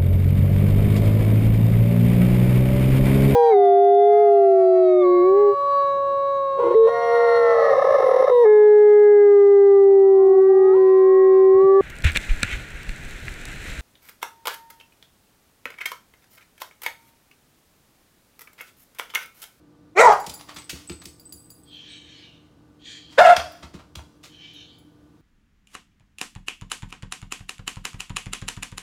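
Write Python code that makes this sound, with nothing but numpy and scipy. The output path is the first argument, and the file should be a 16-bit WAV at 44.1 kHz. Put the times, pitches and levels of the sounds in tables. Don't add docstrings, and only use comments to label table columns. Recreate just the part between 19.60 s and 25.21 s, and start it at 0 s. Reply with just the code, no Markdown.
import sys
import numpy as np
from scipy import signal
from scipy.fft import rfft, irfft
from scipy.io import wavfile
from scipy.ndimage import uniform_filter1d, minimum_filter1d

SR = 44100
rng = np.random.default_rng(int(sys.argv[2]) if len(sys.argv) > 2 else 0)


def inscribe(sig):
    pcm = np.round(np.clip(np.atleast_2d(sig).T, -1, 1) * 32767)
    wavfile.write(sys.argv[1], SR, pcm.astype(np.int16))


N = 247401
TIME = np.arange(N) / SR

# (time [s], claw level [dB], skid decay [s], claw tilt [dB/octave],
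# thump level [dB], pad softness as cut-off [Hz])
FOOTFALLS = [(.662, -31, 0.0058, 6, -35.5, 390), (.692, -31.5, 0.0064, 6, -40, 302),
             (.868, -43.5, 0.033, -2, -53, 317), (.958, -35, 0.012, 1.5, -40.5, 302),
             (1.091, -29, 0.011, 4, -56, 500), (1.121, -47, 0.051, 2, -32.5, 500),
             (1.293, -35, 0.0067, 1, -26, 336), (1.454, -31.5, 0.0036, 5, -37, 397),
             (1.722, -38, .005, 13, -46, 300), (3.485, -51.5, 0.059, 0, -64, 199),
             (3.761, -18.5, 0.0058, -0.5, -30.5, 200), (3.797, -23, .0045, -3.5, -47, 120),
             (4.022, -37.5, 0.013, -2, -36.5, 198), (4.132, -44, 0.015, -1, -32.5, 237),
             (4.185, -45.5, 0.016, -3.5, -58, 200), (4.352, -33, 0.0049, 1, -32, 89),
             (4.384, -42, 0.01, -4.5, -44, 200), (4.628, -41.5, 0.017, 2, -62, 70)]


def dog():
    # (start [s], attack [s], hold [s], level [dB], sag [dB/s], release [dB/s], throat fall [octaves])
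    barks = [(0.346, .041, .110, -6.5, 5, 288.5, .45), (3.572, 0.029, .11, 1.5, 88.5, 380, .04)]
    # (time [s], pitch [Hz], roughness [0 = smooth], mouth resonance [Hz], brightness [dB])
    voices = [
        [(.355, 339.2, .4, 429.6, -12.5), (.378, 395, .25, 505.7, -0.5), (.398, 442.8, 0.37, 590, -1.5),
         (.418, 516, 1.06, 660, -2), (.445, 480, 0.46, 900, -14.5), (.465, 467, 0.31, 950, -20.5),
         (.49, 421.4, 0.38, 830, -18), (.54, 390.6, 0.62, 880, -7)],
        [(3.578, 505.9, 0.62, 570, -2), (3.596, 607.7, 1, 660, -5), (3.614, 724.7, .22, 720, -7),
         (3.64, 720.9, 0.04, 710, -16.5), (3.669, 640.3, 0.7, 660, -4.5), (3.692, 709.7, .28, 695, -14.5),
         (3.74, 676.6, 0.6, 680, -3)],
    ]
    # (centre [Hz], width [Hz], level [dB])
    throats = [
        [(1325, 260, 0), (1594, 250, -3.5), (1990, 210, -2), (2396, 180, 0), (3170, 420, -18),
         (4330, 370, -16.5), (5440, 600, -18), (7510, 2100, -16)],
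        [(1453, 430, 3), (1660, 240, 6.5), (2200, 300, -7.5), (2700, 350, -6.5), (3600, 401, -10),
         (5000, 760, -14.5), (7600, 2500, -23)],
    ]
    out = np.zeros(N)
    for gesture, voice, throat in zip(barks, voices, throats):
        add(out, gesture[0], bark(gesture, voice, throat))
    return out


def bark(gesture, voice, throat, widen_after_s=.05, widen_s=.055, tremble=.032, size=14000):
    start, attack, hold, level_db, sag, release, fall_octaves = gesture
    t = TIME[:size]
    times, *curves = np.transpose(voice)
    pitch, rough, mouth_hz, bright_db = [np.interp(start + t, times, curve) for curve in curves]
    source = vocal_folds(t, pitch, rough)
    mouth = resonance(source, mouth_hz, width_hz=400)
    lips = resonance(mouth, mouth_hz, width_hz=750)
    body = butter(lips, .78 * pitch.mean(), "high", order=4)
    body = butter(body, 1300, "low")
    slide = 2 ** (-fall_octaves * np.clip((t - widen_after_s) / widen_s, 0, 1))
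    bite = np.zeros(size)
    for k, (hz, width, db) in enumerate(throat):
        flicker = from_db(db + 3 * wander(90, size))
        centre_hz = hz * slide * (1 + tremble * wander(50, size))
        bite += (-1) ** k * flicker * resonance(source, centre_hz, width)
    bite = butter(bite, 1200, "high")
    breath = from_db(-27) * levelled(butter(source, 5000, "high"))
    chest = from_db(-36) * coloured([(25, -5), (70, -.5), (250, .5), (600, -31.5), (2000, -58)], size)
    shudder_db = 2.5 * wander(70, size)
    effort = from_db(level_db + shudder_db) * swell(t, attack, hold, sag, release, curve=2.3)
    return effort * (levelled(body) + from_db(bright_db) * (levelled(bite) + breath) + chest)


def vocal_folds(t, pitch, rough, jitter=.075, shimmer=.55, subharmonic=.45, rolloff=.87):
    size = len(t)
    wavering_hz = pitch * (1 + jitter * rough * wander(400, size))
    phase = 2 * np.pi * np.cumsum(wavering_hz) / SR
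    pulses = rms_one(sum(np.cos(k * phase) / k ** rolloff for k in range(1, 19)))
    pulses *= 1 + rough * (subharmonic * np.cos(phase / 2) + shimmer * wander(450, size))
    air = coloured([(200, -8), (600, 3.5), (2000, -9), (6000, -10.5), (16000, -21.5)], size)
    air *= 1 + .45 * np.cos(phase)
    return pulses + (.06 + rough) * air


def claws():
    out = np.zeros(N)
    for when, db, decay_s, tilt_db, _, _ in FOOTFALLS:
        add(out, when, claw(db, decay_s, tilt_db))
    return out


def claw(db, decay_s, tilt_db, grain_db=4, size=8192):
    # (frequency [Hz], relative level [dB])
    claw_colour = [(200, -49), (600, -1), (1100, -11), (1900, -4), (3200, -2), (5500, -6), (9000, -15),
                   (16000, -27)]
    t, rise_s = TIME[:size], .8 * decay_s
    envelope = np.minimum(t / rise_s, 1) ** 1.5 * np.exp(-np.maximum(t - rise_s, 0) / decay_s)
    scrape = coloured(claw_colour, size, tilt_db)
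    skid = rms_one(scrape * from_db(grain_db * wander(1497, size)))
    knock_db = -8 - 3 * tilt_db
    knock = from_db(knock_db) * rms_one(resonance(skid, hz=1130, width_hz=260, block=size))
    return from_db(db) * envelope * rms_one(skid + knock)


def scramble(ticks_per_s=12, tick_db=-44, spread_db=3):
    # (start [s], end [s])
    stretches = [(0.599, 1.5), (3.801, 3.9)]
    out = np.zeros(N)
    for start, end in stretches:
        count = int((end - start) * ticks_per_s)
        for position, strength in rng.random((count, 2)):
            db = tick_db + spread_db * (2 * strength - 1)
            add(out, start + position * (end - start), claw(db, decay_s=.0073, tilt_db=.5))
    return out


def paws(lag_s=.00886, spread_db=3, size=16384):
    # (frequency [Hz], level [dB], t60 [s])
    board_modes = [(52, -13, 0.22), (77, -5.5, 0.2), (110.5, -5.5, 0.13), (164.6, 1, 0.11),
                   (199.3, -2, 0.062), (257, -4.5, 0.094), (345.5, 3, 0.066), (532, 2.5, 0.021)]
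    out = np.zeros(N)
    for when, _, _, _, thump_db, pad_hz in FOOTFALLS:
        push = butter(signal.unit_impulse(size), pad_hz, "low")
        thump = sum((-1) ** k * from_db(db + spread_db * rng.standard_normal()) * ring(push, hz, t60)
                    for k, (hz, db, t60) in enumerate(board_modes))
        add(out, when + lag_s, from_db(thump_db) * thump / np.abs(thump).max())
    return out


def cat_hisses(flutter_db=2.5, quiver=.012, flicker_db=3.5, size=50000):
    # (start [s], attack [s], hold [s], level [dB], sag [dB/s], release [dB/s],
    # main resonance [Hz], its fall [Hz/s])
    hisses = [(2.029, 0.13, 0.095, -44.5, -1, 50.5, 3227, 400),
              (2.415, 0.073, 0.15, -49.5, 1, 100, 3162, 900), (3.184, 0.089, 0.08, -45.5, 2, 71, 3223, 350),
              (4.64, 0.21, .17, -45, 21, 87.5, 3097, 50)]
    # (ratio to the main one, width [Hz], level [dB])
    mouth_modes = [(.56, 169, -13.5), (.76, 220, -13), (1, 142, 1), (1.11, 300, -5.5), (1.23, 221.3, -6.5),
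                   (1.43, 500, -13.5), (1.76, 500.5, -19.5), (2.15, 1000, -21.5)]
    out, t = np.zeros(N), TIME[:size]
    for start, attack, hold, level_db, sag, release, main_hz, fall in hisses:
        air = rng.standard_normal(size)
        sinking_hz = (main_hz - fall * t) * (1 + quiver * wander(14, size))
        mouth = np.zeros(size)
        for k, (ratio, width, db) in enumerate(mouth_modes):
            flicker = from_db(db + flicker_db * wander(11, size))
            mouth += (-1) ** k * flicker * resonance(air, ratio * sinking_hz, width, block=512)
        mouth = butter(mouth, 1500, "high", order=4)
        hiss = levelled(butter(mouth, 7500, "low"), size=4000)
        flutter = from_db(level_db + flutter_db * wander(40, size))
        add(out, start, hiss * flutter * swell(t, attack, hold, sag, release, curve=1.4))
    return out


def collar_tags(gain_db=-7, spread_db=5):
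    # (time [s], strength [dB])
    clinks = [(0.529, -37), (0.6, -33.5), (.739, -31.5), (0.944, -44), (1.436, -48.5), (1.597, -44.5),
              (1.724, -32.5), (1.903, -39.5), (3.919, -48), (4.936, -54), (5.185, -54.5)]
    # (frequency [Hz], level [dB], t60 [s])
    tag_modes = [(4780, 1.5, .09), (6550, -11, .09), (7135, -10.5, .12), (7709, -9, .08), (10207, -5, 0.22),
                 (11080, -8, 0.15), (12540, -12.5, .1), (13540, -7.5, .08), (13920, -2, .08),
                 (15530, -5.5, .1)]
    times, clink_db = np.transpose(clinks)
    strike_db = clink_db[:, None] + spread_db * rng.uniform(-1, 1, (len(times), len(tag_modes)))
    out = np.zeros(N)
    for k, (hz, mode_db, t60) in enumerate(tag_modes):
        strikes = np.zeros(N)
        strikes[(times * SR).astype(int)] = from_db(strike_db[:, k] + mode_db + gain_db)
        out += ring(strikes, hz, t60)
    return out


def cat_bell(hits_per_s=60, gain_db=-2, rise_s=.0067, fall_db_per_s=116):
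    # (frequency [Hz], level [dB], t60 [s])
    bell_modes = [(8010, 2, 0.16), (8100, -1, 0.072), (8200, 2, 0.086)]
    # (time [s], strength [dB])
    shakes = [(.98, -47), (1.269, -41), (1.45, -59), (1.649, -47), (1.799, -54.5), (1.98, -57.5),
              (2.285, -54.5)]
    hits = rng.random(N) < hits_per_s / SR
    tinkle = sum(from_db(db) * ring(hits * rng.standard_normal(N), hz, t60) for hz, db, t60 in bell_modes)
    shaking = sum(from_db(db + gain_db) * swell(TIME - when, rise_s, 0, 0, fall_db_per_s, curve=1)
                  for when, db in shakes)
    return levelled(tinkle, size=3000) * shaking


def hallway(x, early_db, late_db, early_t60=.24, gap_s=.0066, size=32768):
    # (delay [s], level [dB])
    walls = [(.0043, -17), (.0091, -15.5), (.0157, -16)]
    # (frequency [Hz], t60 [s])
    tail_t60 = [(80, 0.36), (300, .5), (800, 0.61), (3000, .62), (8000, 0.87), (16000, 1)]
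    t, edges_hz = TIME[:size], np.geomspace(40, 18000, 9)
    onset = np.clip(t / gap_s - 1, 0, 1)
    early = onset * rng.standard_normal(size) * from_db(-60 * t / early_t60)
    late = np.zeros(size)
    for low, high in zip(edges_hz, edges_hz[1:]):
        band = butter(rng.standard_normal(size), [low, high], "band")
        late += onset * band * from_db(-60 * t / at_hz(tail_t60, np.sqrt(low * high)))
    response = (from_db(early_db) * rms_one(early) + from_db(late_db) * rms_one(late)) / np.sqrt(size)
    for delay, db in walls:
        response[int(delay * SR)] += from_db(db)
    return x + signal.fftconvolve(x, response)[:N]


def house(air_db=-56.5, waver=.1, drift_rad=.6):
    # (frequency [Hz], rms level [dB])
    hum_lines = [(114, -65.5), (160, -63.5), (297, -60.5), (473, -70), (1184, -76.5), (1486, -79)]
    # (frequency [Hz], relative level [dB])
    air_colour = [(15, -69.5), (25, -40), (43, -18), (80, -10), (102, -15), (263, -13.5), (301, -8),
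                  (384, -19.5), (476, -23.5), (754, -26), (1160, -29.5), (2110, -39), (3430, -40),
                  (3920, -40), (16000, -53.5)]
    hum = np.zeros(N)
    for hz, db in hum_lines:
        amplitude = from_db(db) * np.sqrt(2) * (1 + waver * wander(8, N))
        hum += amplitude * np.sin(2 * np.pi * hz * TIME + drift_rad * wander(45, N))
    return hum + from_db(air_db) * coloured(air_colour, N)


def swell(t, attack, hold, sag_db_per_s, release_db_per_s, curve):
    since_attack = np.maximum(t - attack, 0)
    sag_db = sag_db_per_s * np.minimum(since_attack, hold)
    release_db = release_db_per_s * np.maximum(since_attack - hold, 0)
    return np.clip(t / attack, 0, 1) ** curve * from_db(-sag_db - release_db)


def ring(strikes, hz, t60):
    radius, angle = from_db(-60 / (t60 * SR)), 2 * np.pi * hz / SR
    poles = [1, -2 * radius * np.cos(angle), radius * radius]
    return signal.lfilter([0, np.sin(angle)], poles, strikes + 1e-18)


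def resonance(x, hz, width_hz, block=64):
    hz, radius = np.broadcast_to(hz, x.shape), np.exp(-np.pi * width_hz / SR)
    zeros = np.array([1, 0, -1]) * (1 - radius * radius) / 2
    out, state = np.zeros(len(x)), np.zeros(2)
    for i in range(0, len(x), block):
        poles = [1, -2 * radius * np.cos(2 * np.pi * hz[i] / SR), radius * radius]
        out[i:i + block], state = signal.lfilter(zeros, poles, x[i:i + block], zi=state)
    return out


def butter(x, hz, kind, order=2):
    sections = signal.butter(order, np.minimum(hz, SR / 2 - 100), kind, fs=SR, output="sos")
    return signal.sosfilt(sections, x)


def coloured(spectrum, size, tilt_db=0):
    hz = np.maximum(np.fft.rfftfreq(size, 1 / SR), 1)
    gain = from_db(at_hz(spectrum, hz) + tilt_db * np.log2(hz))
    return rms_one(irfft(rfft(rng.standard_normal(size)) * gain, size))


def wander(rate, size):
    steps = np.arange(size) * rate / SR
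    return np.interp(steps, np.arange(size), rng.standard_normal(size))


def levelled(x, size=700):
    return x / np.sqrt(np.abs(uniform_filter1d(x * x, size)) + 1e-12)


def rms_one(x):
    return x / np.sqrt(np.mean(x ** 2) + 1e-20)


def at_hz(points, hz):
    frequencies, values = np.transpose(points)
    return np.interp(np.log(np.maximum(hz, 1)), np.log(frequencies), values)


def from_db(db):
    return 10 ** (np.asarray(db) / 20)


def add(out, start_s, sound):
    start = max(int(start_s * SR), 0)
    out[start:start + len(sound)] += sound[:N - start]


def scene():
    barking = hallway(from_db(-1.5) * dog(), early_db=-6.5, late_db=-19.5)
    footfalls = hallway(claws() + scramble() + paws(), early_db=-5.5, late_db=-12)
    jingles = hallway(collar_tags() + cat_bell(), early_db=-8, late_db=-11.5)
    hissing = hallway(from_db(-2.5) * cat_hisses(), early_db=-.5, late_db=-15)
    return (barking + footfalls + jingles + hissing + house())[None]


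def record(dry, ceiling=.94, release_db_per_s=250, window=90, cutoff_hz=15900):
    over_db = 20 * np.log10(np.maximum(np.abs(dry[0]) / ceiling, 1))
    recovery_db = release_db_per_s * TIME
    reduction_db = np.maximum.accumulate(over_db + recovery_db) - recovery_db
    gain = uniform_filter1d(minimum_filter1d(from_db(-reduction_db), window), window)
    low_pass = signal.ellip(12, .1, 90, cutoff_hz, fs=SR, output="sos")
    return signal.sosfilt(low_pass, dry * gain)


dry = scene()
out = record(dry)
inscribe(out)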